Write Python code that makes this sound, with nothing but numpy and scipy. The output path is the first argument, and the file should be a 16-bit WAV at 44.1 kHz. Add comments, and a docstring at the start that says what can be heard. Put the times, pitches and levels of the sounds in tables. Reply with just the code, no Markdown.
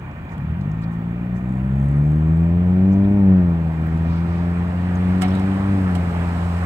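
"""A car waiting at a level crossing idles, then pulls away: firing orders, uneven burning and ticks.
From the start, grit underfoot crackles in short noise bursts over a faint far hiss and two narrow drones.
The car shifts up near the middle and again near the end, the firing rate falling each time.
Meanwhile other cars roll closer, their tyres a growing roar and hiss of shaped noise; late on they clank
over the rail plates in rattles and ringing modes. Two spaced microphone ports listen from the pavement."""
import sys
import numpy as np
from scipy import signal
from scipy.fft import rfft, irfft, next_fast_len
from scipy.io import wavfile
from scipy.ndimage import uniform_filter1d, map_coordinates

SR = 44100
rng = np.random.default_rng(int(sys.argv[2]) if len(sys.argv) > 2 else 0)


def inscribe(sig):
    """Save sig as 16-bit PCM at rate SR to the path in sys.argv[1].

    A 1-D sig is mono; a 2-D sig holds one channel per row.
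    Samples are clipped to [-1, 1] before scaling.
    """
    pcm = np.round(np.clip(np.atleast_2d(sig).T, -1, 1) * 32767)
    wavfile.write(sys.argv[1], SR, pcm.astype(np.int16))


N = 293470
TIME_S = np.arange(N) / SR

# exhaust note over time: time_s, firing_rate_hz, relative_level_db, brightness_db_per_octave_of_order
EXHAUST_COURSE = [(0.0, 28.22, -29.5, -8), (0.28, 27.31, -31, -7), (0.37, 30.4, -25.5, -6.0),
                  (0.59, 45.12, -21, -4.5), (0.74, 54.24, -22.0, -4.5), (0.96, 56.15, -23.5, 1.5),
                  (1.28, 60.24, -23, 2.5), (1.65, 64.65, -19, 1.5), (1.93, 71.3, -17, 3),
                  (2.31, 80.4, -15.5, 2.5), (2.6, 87.9, -13.0, 2.5), (2.83, 94.5, -8, 2.5),
                  (3.15, 101, -7, 2), (3.33, 93.4, -8, 3), (3.54, 83.9, -17, 2.5), (3.75, 79.95, -22, 3),
                  (3.95, 81.3, -18.0, 1.5), (4.2, 84.53, -18.5, 1.5), (4.8, 88.68, -18.5, 0.5),
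                  (5.05, 90.84, -15.5, 0.0), (5.33, 94.3, -14, 1), (5.57, 96.5, -16, -0.5),
                  (5.72, 97.8, -12.5, -2.5), (5.91, 90.1, -15.5, -0.5), (6.09, 85.65, -20.5, -1.0),
                  (6.65, 86.63, -22.5, -4.5)]
# tail pipe, through which all orders leave: frequency_hz, gain_db
TAILPIPE_GAIN = [(28, -42), (45, -31), (60, -11.5), (80, -3), (100, -10), (120, -7), (145, 1.5),
                 (190, -5.5), (225, -14.5), (270, -28), (310, -25.5), (400, -37), (500, -44.5),
                 (600, -39.5), (700, -48.5), (850, -53), (1000, -60.5), (1200, -78)]
# colour shift as the car turns its tail this way and draws off: frequency_hz, gain_from_start_to_end_db
TURNING_GAIN = [(60, 8.5), (100, -1.5), (190, -0.5), (245, 4), (285, 15), (350, 8.5), (440, 17.5),
                (550, 10.5), (800, 17.5)]
# spectrum of the uneven burning: frequency_hz, relative_level_db
BURBLE_SPECTRUM = [(20, -35.5), (45, -8), (70, 2.5), (110, -0.5), (170, 0), (230, -3.5), (320, -12),
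                   (500, -25.5), (900, -34), (2000, -69.5), (5000, -120)]
# bursts of bright ticks, one tick a firing: middle_s, level_db, half_length_s
TICK_BURSTS = [(1.53, -69, .07), (1.85, -62.5, .09), (2.13, -65.5, .08), (2.38, -68, .09)]
# spectrum of the ticks: frequency_hz, relative_level_db
TICK_SPECTRUM = [(3000, -31.0), (6500, -10.5), (8000, -3), (9500, -5), (11000, -19), (16000, -23.5)]
# clanks of wheels on the rail plates: start_s, relative_level_db, knock_re_rattle_db, time_to_fall_60_db_s
CLANK_EVENTS = [(5.213, -30, -11, 0.03), (5.218, -22, -3.5, 0.065), (5.281, -40, -16, 0.05),
                (5.35, -38, -10.5, 0.055), (5.395, -36, -0.5, .04), (5.95, -30.5, -6.5, 0.058)]
# spectrum of the rattling metal: frequency_hz, relative_level_db
METAL_SPECTRUM = [(600, -32), (1300, 10.5), (2200, -1.5), (3000, 1), (4000, -7), (5400, -3), (6500, -10.5),
                  (8400, -1), (10500, -17), (12000, -13), (14000, -11), (15700, -26)]
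# modes of the rail plate: pitch_hz, relative_level_db, time_to_fall_60_db_s
PLATE_MODES = [(735.5, 2.5, 0.11), (1318, 1, 0.057), (2150, -5, 0.084), (4050, -17, 0.1), (5540, -14, .06)]
# scuffs and clicks of grit, and small rattles: middle_s, level_db, centre_hz, spread_octaves, half_length_s
GRIT_EVENTS = [(.115, -58.5, 5500, 0.33, .0014), (.294, -56, 3570, 0.35, .002),
               (0.323, -61, 6220, 0.41, 0.016), (.381, -45, 2800, .33, 0.0011),
               (.382, -54, 8002, .67, 0.00083), (.613, -56.5, 4200, 0.59, 0.0035),
               (.717, -57, 5800, 0.45, 0.0022), (.828, -63.5, 7450, .3, .011), (.837, -55, 4200, .25, 0.01),
               (.935, -65.5, 6420, .6, .015), (1.372, -61.5, 6460, 0.42, 0.016),
               (2.93, -57, 5800, 0.38, 0.011), (3.048, -56, 3460, 0.19, 0.008),
               (3.869, -55.5, 13500, .25, .003), (3.977, -58.5, 6000, .8, .003),
               (4.143, -54, 3970, .4, 0.055), (4.36, -57, 4000, .44, 0.067), (4.958, -51, 6300, 0.16, .003),
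               (5.244, -36.5, 2200, 0.57, 0.015), (5.286, -48, 5400, .045, 0.0046),
               (5.31, -57, 5400, .045, 0.0073), (5.332, -49.5, 3270, .4, 0.073),
               (5.363, -52, 3820, 0.041, .02)]
# approach of the other cars: time_s, relative_tyre_roar_db, relative_tread_hiss_db
TRAFFIC_COURSE = [(0, -43.5, -86), (1.41, -43.5, -75.5), (1.9, -42.5, -65.5), (3.6, -41, -63.5),
                  (3.9, -39.5, -59), (4.72, -37.5, -57), (5.2, -35, -53.5), (6.65, -35, -50)]
# spectrum of the tyre roar: frequency_hz, relative_density_db
ROAR_SPECTRUM = [(100, -32.5), (250, 0.5), (450, -3), (780, 2.5), (1000, 0), (1300, -2), (1800, -6.5),
                 (2500, -13), (3200, -20.5), (5000, -33.5), (7000, -58), (11000, -120)]
# spectrum of the tread hiss: frequency_hz, relative_density_db
HISS_SPECTRUM = [(2500, -39.5), (3800, 1.5), (4700, -1), (5500, -2), (6300, -8.5), (8300, -1), (9200, -4),
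                 (10700, -18), (13600, -11.5), (15700, -19.5)]
# spectrum of the far hiss: frequency_hz, relative_density_db
FAR_HISS_SPECTRUM = [(3000, -10.5), (5000, -4.5), (8000, -0.5), (10000, -8.5), (13500, -4), (15700, -1.5)]
# narrow bands that hang in the roar: centre_hz, width_of_each_resonance_hz, mean_level_db
DRONE_BANDS = [(1836, 52, -54.5), (2373, 140, -56.5)]
# likeness of left and right: frequency_hz, correlation_0_to_1
COHERENCE = [(60, 1), (300, .91), (700, .88), (1400, .56), (3000, .26), (8000, .5), (15000, .42)]
# level difference of the ports: frequency_hz, left_minus_right_db
PORT_DIFFERENCE = [(60, -0.5), (99, 0.5), (160, 1), (270, 1.5), (450, 2), (740, -1.5), (1220, -1),
                   (2010, -6), (3330, -8), (5500, 4), (9080, -8), (15000, 9.5)]
# phase difference of the ports: frequency_hz, left_lead_radians
PORT_LEAD = [(30, -.2), (100, -.06), (200, -.1), (400, -.35), (780, -1.2), (2150, -2), (4650, -4),
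             (7300, .5), (11000, 4.5), (15500, .5)]

TOP_HZ = 15750  # band limit
WAVER_DB, WAVER_GROWS_DB = .3, .22  # slow unsteadiness of an order, and its growth per order
IDLE_HZ, IDLE_ROUGH = 30, 6  # at this firing rate and below, this much is added to a phase wander of 1
BURBLE_DB, BURBLE_FOLLOWS = -26.5, 0.26  # base level; dB per dB of the note
TICK_FLOOR_DB = -83.5  # ticks between the bursts


def amp(db):
    """A level in decibels is twenty times the logarithm of an amplitude."""
    return 10 ** (np.asarray(db) / 20)


def unit(x):
    """Division by the root mean square brings a signal to unit effective value."""
    return x / np.sqrt(np.mean(x ** 2) + 1e-20)


def along(points, hz):
    """Interpolation on a logarithmic frequency axis, as in hearing."""
    f, v = np.transpose(points)
    return np.interp(np.log(hz + 1), np.log(f + 1), v)


def curves(rows):
    """Linear interpolation in time gives one value per sample for each column after the time."""
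    s, *columns = np.transpose(rows)
    return [np.interp(TIME_S, s, c) for c in columns]


def wobble(rate):
    """Random fluctuation: a smooth curve through rate random knots a second."""
    knots = rng.standard_normal(int(N * rate / SR) + 4)
    return map_coordinates(knots, [np.arange(N) * rate / SR])


def filtered(x, response):
    """Linear filtering: the spectrum is multiplied by a complex response of frequency."""
    m = next_fast_len(N + SR // 2)
    return irfft(rfft(x, m) * response(np.fft.rfftfreq(m, 1 / SR)), m)[..., :N]


def coloured(x, spectrum):
    """Spectral shaping: a gain curve in decibels weights each frequency."""
    return filtered(x, lambda hz: amp(along(spectrum, hz)))


def noise(patchy_db):
    """Nonstationary noise: two unrelated noises share random gains in patches of time and frequency."""
    z = signal.stft(rng.standard_normal((2, N + 512)), nperseg=512)[2]
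    field = uniform_filter1d(rng.standard_normal(z.shape[1:]), 6, 0)
    field = uniform_filter1d(field, 12, 1)
    return signal.istft(z * amp(patchy_db * unit(field)), nperseg=512)[1][:, :N]


def spread(pair):
    """Partial coherence: two unrelated sounds are mixed into left and right with a set correlation."""
    def response(hz):
        turn = np.arccos(np.clip(along(COHERENCE, hz), -1, 1)) / 2
        return np.array([np.cos(turn), np.sin(turn)])

    mid, side = filtered(pair, response)
    return np.array([mid + side, mid - side])


def firing_orders(hz, turns, level_db, bright_db):
    """Periodic excitation: regular firings give a harmonic series, coloured by the tail pipe."""
    rough = 1 + IDLE_ROUGH * np.minimum(IDLE_HZ / hz, 1) ** 5
    note = 0
    for k in range(1, 13):
        db = level_db + along(TAILPIPE_GAIN, k * hz)
        db = db + along(TURNING_GAIN, k * hz) * np.arange(N) / N
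        db = db + bright_db * np.log2(k / 2)
        db = db + (WAVER_DB + WAVER_GROWS_DB * k) * wobble(9) + 0.2 * k * wobble(25)
        # near-aligned peaks make a sharp puff; low orders lag most, high ones wander most
        lag = 1.35 / k ** 1.6
        wander = rough * (.1 + .008 * k ** 2) * wobble(20)
        note = note + np.sqrt(2) * amp(db) * np.cos(k * 2 * np.pi * turns - lag + wander)
    return note


def burble(turns, level_db):
    """Amplitude modulation: noise of uneven burning swells with every firing."""
    gate = ((1 + np.cos(2 * np.pi * turns)) / 2) ** 0.32
    flow = coloured((.5 + gate) * noise(patchy_db=.8), BURBLE_SPECTRUM)
    return spread(amp(BURBLE_DB + BURBLE_FOLLOWS * level_db) * unit(flow))


def ticks(hz, turns):
    """Impulsive excitation: every firing starts a decaying grain of noise of random size."""
    sizes = amp(1.2 * rng.standard_normal(int(turns[-1]) + 2))[turns.astype(int)]
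    since_firing_s = (turns % 1) / hz
    grains = sizes * np.exp(-since_firing_s / .0009) * np.sign(rng.standard_normal(N))
    bursts = amp(TICK_FLOOR_DB)
    for s, db, half in TICK_BURSTS:
        bursts = bursts + amp(db) * np.exp(-((TIME_S - s) / half) ** 2 / 2)
    # the root of the rate keeps the power even as firings crowd together
    return bursts * unit(coloured(grains / np.sqrt(hz), TICK_SPECTRUM))


def engine():
    """Superposition: orders, burble and ticks share one phase, the integral of the firing rate."""
    hz, level_db, bright_db = curves(EXHAUST_COURSE)
    turns = np.cumsum(hz * (1 + 0.0019 * wobble(30))) / SR
    note = firing_orders(hz, turns, level_db, bright_db)
    return note + ticks(hz, turns) + burble(turns, level_db)


def clanks():
    """Impact and resonance: each jolt rattles metal as decaying noise and rings the plate's modes."""
    t = np.arange(SR // 4) / SR
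    rattle, ring = np.zeros((2, N + SR)), np.zeros(N + SR)
    for s, db, knock_db, length in CLANK_EVENTS:
        at = round(s * SR)
        envelope = amp(db - 60 * t / length) * (1 - np.exp(-t / 0.00093))
        rattle[:, at:at + len(t)] += envelope * rng.standard_normal((2, len(t)))
        modes = 0
        for hz, level, t60 in PLATE_MODES:
            mode_db = level + rng.normal(0, 1) - 60 * t / t60
            modes = modes + amp(mode_db) * np.sin(2 * np.pi * hz * t)
        swell = (1 - np.exp(-t / .02)) ** 2  # the plate answers late
        ring[at:at + len(t)] += amp(db + knock_db) * swell * modes
    metal = amp(3) * coloured(rattle[:, :N], METAL_SPECTRUM)
    # the rattle leans 5 dB to the right, the ring is central
    return amp([[-2.5], [2.5]]) * spread(metal) + amp(18.5) * ring[:N]


def grit():
    """Band-limited bursts: each scuff is a swell of crackling noise around its own pitch."""
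    half_window = 8192
    out, t = np.zeros((2, N + SR)), np.arange(-half_window, half_window) / SR
    octave = np.log2(np.fft.rfftfreq(len(t), 1 / SR) + 1)
    for s, db, hz, octaves, half in GRIT_EVENTS:
        grains = amp(3 * rng.standard_normal(len(t) // 32).repeat(32))  # a new gain every 32 samples
        crackle = rng.standard_normal((2, len(t))) * grains
        weight = np.exp(-((octave - np.log2(hz)) / octaves) ** 2 / 2)
        band = unit(irfft(rfft(crackle) * weight))
        at = round(s * SR)
        out[:, at:at + len(t)] += amp(db) * np.exp(-(t / half) ** 2 / 2) * band
    return spread(out[:, half_window:half_window + N])


def tyres():
    """Broadband rolling noise: tyre roar and tread hiss grow as the cars come near."""
    roar_db, hiss_db = curves(TRAFFIC_COURSE)
    swell = wobble(2.2)
    roar = unit(coloured(noise(patchy_db=1.1), ROAR_SPECTRUM))
    hiss = unit(coloured(noise(patchy_db=.6), HISS_SPECTRUM))
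    return amp(roar_db + 2.5 + 0.25 * swell) * roar + amp(hiss_db - 2.5 + 0.24 * swell) * hiss


def drones():
    """Resonance: noise through two equal band-pass stages hangs as a narrow, wavering band."""
    out = 0
    for centre, width, db in DRONE_BANDS:
        def response(f):
            return (1j * f * width / (centre * centre - f * f + 1j * f * width)) ** 2

        band = unit(filtered(noise(patchy_db=2.0), response))
        out = out + amp(db + 1.2 * wobble(9)) * band
    return out


def far_hiss():
    """Diffuse background: a faint patchy noise of fixed mean level fills the treble."""
    return amp(-66) * unit(coloured(noise(patchy_db=1.5), [(1500, -60), *FAR_HISS_SPECTRUM]))


def scene():
    """Superposition: the pressures of all sources add."""
    return engine() + clanks() + grit() + spread(tyres() + drones() + far_hiss())


def record(dry):
    """Interaural-like differences: the ports differ in level and phase, up to a sharp band limit."""
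    side = np.array([[.5], [-.5]])  # half of each difference to either port

    def response(hz):
        gain = amp(side * along(PORT_DIFFERENCE, hz))
        return gain * np.exp(1j * side * along(PORT_LEAD, hz)) * (hz < TOP_HZ)

    return filtered(dry, response)


dry = scene()
out = record(dry)
inscribe(out)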